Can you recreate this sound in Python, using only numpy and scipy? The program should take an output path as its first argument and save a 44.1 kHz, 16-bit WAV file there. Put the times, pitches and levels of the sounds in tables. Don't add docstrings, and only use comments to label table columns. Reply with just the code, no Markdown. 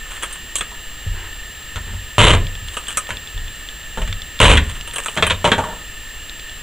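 import sys
import numpy as np
from scipy import signal
from scipy.fft import rfft, irfft
from scipy.io import wavfile
from scipy.ndimage import uniform_filter1d

SR = 44100
rng = np.random.default_rng(int(sys.argv[2]) if len(sys.argv) > 2 else 0)


def waveform_to_disk(signal):
    frames = np.transpose(np.atleast_2d(signal))
    scaled = np.clip(frames, -1, 1) * 32767
    samples = np.round(scaled).astype(np.int16)
    wavfile.write(sys.argv[1], SR, samples)


N = 292294

# (frequency [Hz], relative density [dB per Hz])
HISS_SPECTRUM = [(20, 10), (45, 8), (90, -3), (170, -10.5), (400, -13.5), (750, -16.5), (1500, -16),
                 (2200, -13.5), (3300, -10), (4000, -13), (5300, -22), (7600, -17.5), (9500, -21.5),
                 (15500, -26)]
# (frequency [Hz], width [Hz], height [dB])
HOUSING_PEAKS = [(1273, 76, 8.4), (1787, 165, 17), (2842, 257, 8.7), (14800, 600, 7.4)]
# (frequency [Hz], left-right correlation [0..1])
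HISS_LIKENESS = [(300, 1), (1400, 1), (3100, 0.99), (6800, 0.86), (12000, 0.7), (15000, .1)]
# (frequency [Hz], RMS level [dB])
WHINE_TONES = [(7440, -42.5), (14880, -46.5), (15121, -65)]
HISS_LEVEL_DB = -33

# (frequency [Hz], time to fall 60 dB [s])
ROOM_DECAY = [(100, 0.65), (500, 0.37), (1400, 0.27), (3500, 0.25), (9000, 0.13)]

# (time [s], level
# [dB], length of push [s], strongest frequency [Hz])
BENCH_PUSHES = [(1.062, -18, 0.02, 36.2), (1.14, -27, 0.18, 27.6), (1.757, -25, 0.11, 40),
                (1.868, -24.5, .18, 55), (2.619, -28.5, 0.094, 30), (3.341, -22.5, 0.14, 28),
                (3.977, -17, 0.02, 32.66), (4.078, -23, .18, 54)]
# (frequency [Hz], relative level [dB], time to fall 60 dB [s])
BENCH_MODES = [(28.25, 2, 0.64), (40, 2.5, 0.23), (50.2, 1, 0.39), (70.6, 2.5, 0.27), (78, -2.5, 0.4),
               (93, 4.5, 0.32), (169.2, -7, 0.28), (231.4, -0.5, 0.11), (412, -1.5, 0.076),
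               (524, -2, 0.056), (657, -24, .12)]
SHOVE_S, SHOVE_HZ = 0.16, 90
RELEASE_AFTER_S, RELEASE_DB, RELEASE_S, RELEASE_HZ = 0.0299, -10.5, 0.062, 51
JOLT_DB, JOLT_GROWTH, JOLT_S, JOLT_HZ = -17.5, 0.68, 0.12, 127

# (start [s], length [s], level of first tick [dB])
FOCUS_RUNS = [(2.4685, 0.084, -23.5), (2.6854, 0, -23), (2.87, .2, -25.5), (3.17, .3105, -23),
              (3.6878, 0, -22.5), (4.127, .092, -19.5), (4.391, 0, -20.5), (4.81, .1012, -24.5),
              (6.2955, .2, -24)]
FOCUS_STEP_S = .1
# (frequency [Hz], gain [dB])
LENS_RASP = [(1000, -4.5), (3500, 8.5), (6000, -6), (12000, -20.0)]

# (start [s], length [s], RMS level before its fades [dB])
PALM_BRUSHES = [(1.099, 0.23, -37.5), (1.854, 0.085, -41)]
# (frequency [Hz], gain [dB])
PALM_COLOUR = [(200, -21), (370, 4.5), (600, -12), (900, 5), (1200, -7), (1650, 6), (2300, -2), (3500, -8),
               (6000, -24), (12000, -35)]
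# (start [s], end [s], RMS level before its fades [dB], brightness [dB])
FINGER_SLIDES = [(0.022, 0.43, -37, -2), (2.649, 3.002, -34, 2), (3.483, 3.656, -43, 4),
                 (4.609, 4.807, -36.5, -3), (4.902, 5.22, -37.5, 6)]
# (frequency [Hz], gain [dB])
SKIN_COLOUR = [(200, -17), (500, -5.5), (800, -3.5), (1200, 7.5), (2000, 0), (3200, 6.5), (5000, -17),
               (7000, -2), (8500, 2.5), (10000, -8), (12000, -14), (15000, -22)]

# (time [s], level before colouring [dB], brightness [dB], ringing [Hz])
HANDLE_CLICKS = [(0.2254, -27, -5, 1160), (0.233, -24, -3.5, 1120), (0.327, -44, 11.5, 2940),
                 (0.5555, -25.5, 7.5, 3260), (0.584, -33, 6.5, 530), (0.609, -21.5, -8, 3300),
                 (2.769, -22.5, -8.5, 1250), (2.883, -28, 1.5, 2940), (2.9722, -21, 4, 1250),
                 (4.875, -30.5, -4.5, 3050), (4.936, -32.5, 1, 2850), (4.96, -25.5, -1.5, 2840),
                 (4.9834, -22.5, -3.5, 2790), (5.06, -23, -2, 1280), (5.0838, -22, -18, 2440),
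                 (5.267, -18, -7.5, 3120)]
# (frequency [Hz], relative level [dB], time to fall 60 dB [s])
KNIFE_MODES = [(540, -13, 0.11), (943, -9, 0.12), (1210, 2, 0.024), (1575, 4, 0.044), (2630, 22, 0.0044),
               (3340, 11, 0.014), (5180, -15, 0.099), (6170, -20, 0.021), (8200, 23, 0.017),
               (8860, 17, 0.0073), (9000, 3, .03)]
CLICK_BODY_DB, CLICK_T60_S = -4, 0.08
# (frequency [Hz], gain [dB]); small and hard, with less body than the plank
HANDLE_COLOUR = [(300, -4.5), (550, -0.5), (800, -4.5), (1200, 4), (2300, 1), (3400, 2.5),
                 (5600, 3.5), (8500, 3), (10000, 12), (11500, 10.5), (14000, 13)]
# (frequency [Hz], relative level [dB], time to fall 60 dB [s])
TWANG_MODES = [(1263, 3, .06), (1480, -9, .04), (5520, -20, .09), (6020, -14, 0.085)]
TWANG_S, TWANG_DB = 2.9725, -15

# (time [s], level before colouring [dB], hardness [dB], ringing [Hz])
KNOCKS = [(0.715, -37, 2.5, 910), (1.759, -26, 5, 1260), (1.933, -40.5, -1.5, 960), (3.091, -26, 1, 920),
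          (3.1054, -19, 6.5, 1710), (3.974, -27.5, -4.5, 516), (4.0173, -27, 4, 3040),
          (4.0765, -27.5, 10, 1870), (4.572, -13, 31, 3140), (4.5774, -4, 27, 1850), (4.586, -24, 20, 1840),
          (5.166, -22.5, 4, 1270), (5.1738, -15, 5, 1690), (5.2248, -8, 2.5, 2540),
          (5.2995, -15.5, 9, 3050), (5.3071, -10.5, 6.5, 2920), (5.4434, -14, -3.5, 925),
          (5.451, -9, 8, 1090), (5.475, -17, -1, 420), (5.5174, -8, 4, 1625)]
# (frequency [Hz], relative level [dB], time to fall 60 dB [s])
PLANK_MODES = [(182, 3, 0.12), (224, -14, 0.12), (407.5, 8, 0.05), (491, -9, 0.12), (618, 10, 0.13),
               (738, -6, 0.067), (935, 15.5, 0.044), (1094, 5.5, 0.034), (1380, 9, 0.018),
               (1550, -4, 0.066), (2035, 8.5, 0.023), (2260, -7, 0.033), (2770, 12, 0.019),
               (3190, 23, 0.012), (3440, 10, 0.029)]
# (frequency [Hz], gain [dB])
BLOW_COLOUR = [(40, 11), (150, 2.5), (240, 2.5), (320, -0.5), (450, 4), (600, 3.5), (760, 0), (950, 4.5),
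               (1250, 1.5), (2000, -0.5), (3200, 0.5), (3900, -7.5), (4800, -25), (5500, -23.5),
               (7200, -10.5), (8600, -10), (11000, -24.5), (15000, -46)]
# (frequency [Hz], gain [dB]); wood is fuller and flatter than steel
PLANK_COLOUR = [(100, 1.5), (200, 2), (300, -2), (450, -1), (600, 0), (900, -1.5), (1400, 0),
                (3000, -2.5), (4300, 2), (5500, 6), (8000, 3), (11000, 1.5), (14000, 5)]
ROCK_START_S, ROCK_GAP_S, ROCK_GAP_KEPT = 5.581, .057, .85
ROCK_DB, ROCK_LOSS_DB, ROCK_HARDNESS_DB, ROCK_HZ = -22.5, 6, -6.5, 880
KNOCK_T60_S, HALVING_HARDNESS_DB = 0.14, 17
KNOCK_EDGE_DB, EDGE_GROWTH = -21.5, 0.67

# (time [s], level [dB], length of rattle [s], 60 dB fall of its end [s], shove on bench [dB])
STABS = [(2.1821, -1, 0.13, 0.18, -5.5), (4.402, 1, 0.115, 0.15, -2.5)]
# (frequency [Hz], gain [dB]); steel on steel is brighter than wood
STAB_COLOUR = [(70, -1.5), (150, 3.5), (250, 0.5), (650, -1.8), (1300, -0.22),
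               (2200, 0.0), (3400, 3), (4500, 3), (9000, -0.9)]
EDGE_HZ = 15300


def amp(db):
    return 10 ** (np.asarray(db) / 20)


def evened(x):
    return x / np.sqrt(np.mean(x ** 2) + 1e-20)


def read(points, hz):
    f, value = np.transpose(points)
    return np.interp(np.log(hz + 1), np.log(f + 1), value)


def add(mix, s, sound):
    part = mix[round(s * SR):][:len(sound)]
    part += sound[:len(part)]


def seconds(length):
    return np.arange(int(length * SR)) / SR


def fade(t, t60):
    return amp(-60 * t / t60)


def tint(x, points):
    log_gain = np.log(amp(read(points, abs(np.fft.fftfreq(4096, 1 / SR)))))
    taps = np.fft.ifft(np.exp(np.conj(signal.hilbert(log_gain)))).real[:2048]
    return signal.fftconvolve(x, taps)[:len(x)]


def at_level(x, db, size):
    return x * amp(db) / np.sqrt(uniform_filter1d(x ** 2, size).max() + 1e-20)


def ring(modes, t, spread_db=2.5):
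    signs = rng.choice([-1, 1], len(modes))
    weights = signs * amp(spread_db * (2 * rng.random(len(modes)) - 1))
    y = np.zeros(len(t))
    for weight, (hz, db, t60) in zip(weights, modes):
        y += weight * amp(db) * fade(t, t60) * np.sin(2 * np.pi * hz * t)
    return y / np.linalg.norm(y)


def chatter(t, t60, grain_db):
    sizes = amp(grain_db * np.minimum(rng.exponential(1, len(t)), 4))
    return evened(rng.standard_normal(len(t)) * sizes) * fade(t, t60)


def blow(modes, levels, t60, hz, ring_db, snap, grain_db, favour_db, favour_q):
    t = seconds(.3)
    force = chatter(t, t60, grain_db)
    force[0] += snap
    ringing = signal.fftconvolve(force, ring(modes, t))[:len(t)]
    coloured = tint(force + amp(ring_db) * ringing, BLOW_COLOUR)
    sound = np.zeros(len(t))
    for edges, db in zip([(120, 1500), (1500, 4800), (5200, 15000)], levels):
        band = signal.butter(3, edges, "band", fs=SR, output="sos")
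        sound += at_level(signal.sosfilt(band, coloured), db, size=256)
    return sound + amp(favour_db) * signal.lfilter(*signal.iirpeak(hz, favour_q, SR), sound)


def camera_noise():
    hz = np.fft.rfftfreq(N, 1 / SR)
    shape_db = read(HISS_SPECTRUM, hz)
    for centre, width, db in HOUSING_PEAKS:
        shape_db += db / (1 + ((hz - centre) / width) ** 2) ** 2
    first, second = rfft(rng.standard_normal((2, N)))
    same = np.clip(read(HISS_LIKENESS, hz), 0, 1)
    other_side = same * first + np.sqrt(1 - same ** 2) * second
    hiss = irfft(np.array([first, other_side]) * amp(shape_db), N)
    t = np.arange(N) / SR
    whine = np.zeros(N)
    for f, db in WHINE_TONES:
        whine += amp(db) * np.sqrt(2) * np.sin(2 * np.pi * (f * t + rng.random()))
    return amp(HISS_LEVEL_DB) * evened(hiss) + whine


def room(x, wet_db=-15):
    slots = np.arange(220, SR - 20, 20)
    taps = np.zeros(SR)
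    taps[slots + rng.integers(0, 20, len(slots))] = rng.choice([-1, 1], len(slots))
    hz, t, bands = signal.stft(taps, SR, nperseg=256)
    dying = bands * fade(t, read(ROOM_DECAY, hz)[:, None])
    tail = signal.istft(dying, SR, nperseg=256)[1]
    return x + amp(wet_db) * signal.fftconvolve(x, tail / np.linalg.norm(tail))[:N]


def bench(shudder=0.066):
    pushes = list(BENCH_PUSHES)
    for s, _, rattle_s, _, db in STABS:
        pushes.append((s, db, SHOVE_S, SHOVE_HZ))
        pushes.append((s + rattle_s + RELEASE_AFTER_S, db + RELEASE_DB, RELEASE_S, RELEASE_HZ))
    for s, db, hardness, _ in KNOCKS:
        pushes.append((s, JOLT_DB + JOLT_GROWTH * (db - hardness), JOLT_S, JOLT_HZ))
    out, t = np.zeros(N), seconds(1)
    for s, db, length, hz in pushes:
        force = shudder * rng.standard_normal(len(t)) * np.exp(-2 * t / length)
        force[0] += 1
        two_octaves = signal.butter(1, [hz / 2, hz * 2], "band", fs=SR, output="sos")
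        force = signal.sosfilt(two_octaves, force)
        sway = signal.fftconvolve(force, ring(BENCH_MODES, t))[:len(t)]
        add(out, s, at_level(sway, db, size=1024))
    return out


def lens(hz=3350, rise_s=0.00083, grit=0.67, rebound_s=0.0044, rebound_db=-11, rolling_db=-4):
    out, t = np.zeros(N), seconds(.02)
    for start, length, db in FOCUS_RUNS:
        step_times = np.linspace(start, start + length, round(length / FOCUS_STEP_S) + 1)
        for step, s in enumerate(step_times):
            rasp = evened(tint(rng.standard_normal(len(t)), LENS_RASP))
            tone = np.sin(2 * np.pi * hz * rng.uniform(0.99, 1.05) * t) + grit * rasp
            tick = at_level(tone * t * np.exp(-t / rise_s), db + rolling_db * (step > 0), size=128)
            add(out, s, tick)
            add(out, s + rebound_s, amp(rebound_db) * tick)
    return out


def brushes(grain_db=5.0):
    out = np.zeros(N)
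    for start, length, db in PALM_BRUSHES:
        steady = np.zeros_like(seconds(length))
        rub = tint(chatter(steady, 1, grain_db), PALM_COLOUR)
        add(out, start, amp(db) * evened(rub) * signal.windows.tukey(len(rub), .8))
    return out


def slides(patchy_db=7.0, grain_db=4.0, catches_per_s=60, catch_db=9, catch_t60=0.0074):
    out, t = np.zeros(N), seconds(1)
    for start, end, db, bright_db in FINGER_SLIDES:
        grip = np.tanh(evened(uniform_filter1d(rng.standard_normal(SR), size=700)))
        catch_starts = 1. * (rng.random(SR) < catches_per_s / SR)
        catches = signal.fftconvolve(catch_starts, fade(t, catch_t60))[:SR]
        rub = chatter(np.zeros(SR), 1, grain_db) * amp(patchy_db * grip)
        rub *= 1 + amp(catch_db + bright_db) * np.minimum(catches, 1)
        rub = tint(tint(rub, SKIN_COLOUR), [(3000, 0), (7000, bright_db)])
        rub = rub[:len(seconds(end - start))]
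        add(out, start, amp(db) * evened(rub) * signal.windows.tukey(len(rub), .5))
    return out


def handle():
    out = np.zeros(N)
    for s, db, bright_db, hz in HANDLE_CLICKS:
        levels = db + CLICK_BODY_DB, db, db + bright_db
        click = blow(KNIFE_MODES, levels, CLICK_T60_S, hz, ring_db=-5, snap=7.5, grain_db=0.0,
                     favour_db=4.5, favour_q=16)
        add(out, s, click)
    return tint(out, HANDLE_COLOUR)


def twang():
    out = np.zeros(N)
    add(out, TWANG_S, at_level(ring(TWANG_MODES, seconds(.2)), TWANG_DB, size=256))
    return out


def plank_knocks():
    rows, s = list(KNOCKS), ROCK_START_S
    for k in range(7):
        rows.append((s, ROCK_DB - k * ROCK_LOSS_DB, ROCK_HARDNESS_DB, ROCK_HZ))
        s += ROCK_GAP_S * ROCK_GAP_KEPT ** k
    return rows


def plank():
    out = np.zeros(N)
    for s, db, hardness, hz in plank_knocks():
        levels = db - hardness, db, KNOCK_EDGE_DB + EDGE_GROWTH * db
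        t60 = KNOCK_T60_S * 2 ** (-hardness / HALVING_HARDNESS_DB)
        knock = blow(PLANK_MODES, levels, t60, hz, ring_db=-14.5, snap=7.6, grain_db=3.0,
                     favour_db=1, favour_q=7.8)
        add(out, s, knock)
    return tint(out, PLANK_COLOUR)


def stabs(snaps_per_s=90, snap_db=17, ring_db=-20, bounces_per_s=170, bounce_db=3, bounce_t60=0.0076,
          sag_db=5, grain_db=3.0):
    out, t = np.zeros(N), seconds(.6)
    for s, db, rattle_s, t60, _ in STABS:
        bounces = (rng.random(len(t)) < bounces_per_s / SR) * rng.random(len(t)) * 2
        bounces[0] = 1
        swell = 1 + amp(bounce_db) * signal.fftconvolve(bounces, fade(t, bounce_t60))[:len(t)]
        rattle = chatter(np.maximum(t - rattle_s, 0), t60, grain_db)
        snaps = (rng.random(len(t)) < snaps_per_s / SR) * rng.standard_normal(len(t))
        snaps *= t < rattle_s
        sag = amp(-sag_db * np.minimum(t / rattle_s, 1))
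        force = (rattle + amp(snap_db) * snaps) * swell * sag
        ringing = signal.fftconvolve(force, ring(PLANK_MODES, t))[:len(t)]
        sound = tint(tint(force + amp(ring_db) * ringing, STAB_COLOUR), BLOW_COLOUR)
        add(out, s, at_level(sound, db, size=2048))
    return out


def scene():
    in_room = room(brushes() + slides() + handle() + twang() + plank() + stabs())
    left, right = camera_noise() + bench() + lens() + in_room
    return np.array([np.append(0, left[:-1]), right])


def record(dry, ceiling_db=0.86, recovery_db_per_s=420):
    over_db = np.maximum(20 * np.log10(abs(dry).max(0) + 1e-9) - ceiling_db, 0)
    fall = np.arange(N) * recovery_db_per_s / SR
    held_db = np.maximum.accumulate(over_db + fall) - fall
    limited = np.clip(dry / amp(uniform_filter1d(held_db, size=24)), -1, 1)
    lowpass = signal.firwin(511, EDGE_HZ, window=("kaiser", 9), fs=SR)
    return signal.oaconvolve(limited, lowpass[None], "same")


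dry = scene()
out = record(dry)
waveform_to_disk(out)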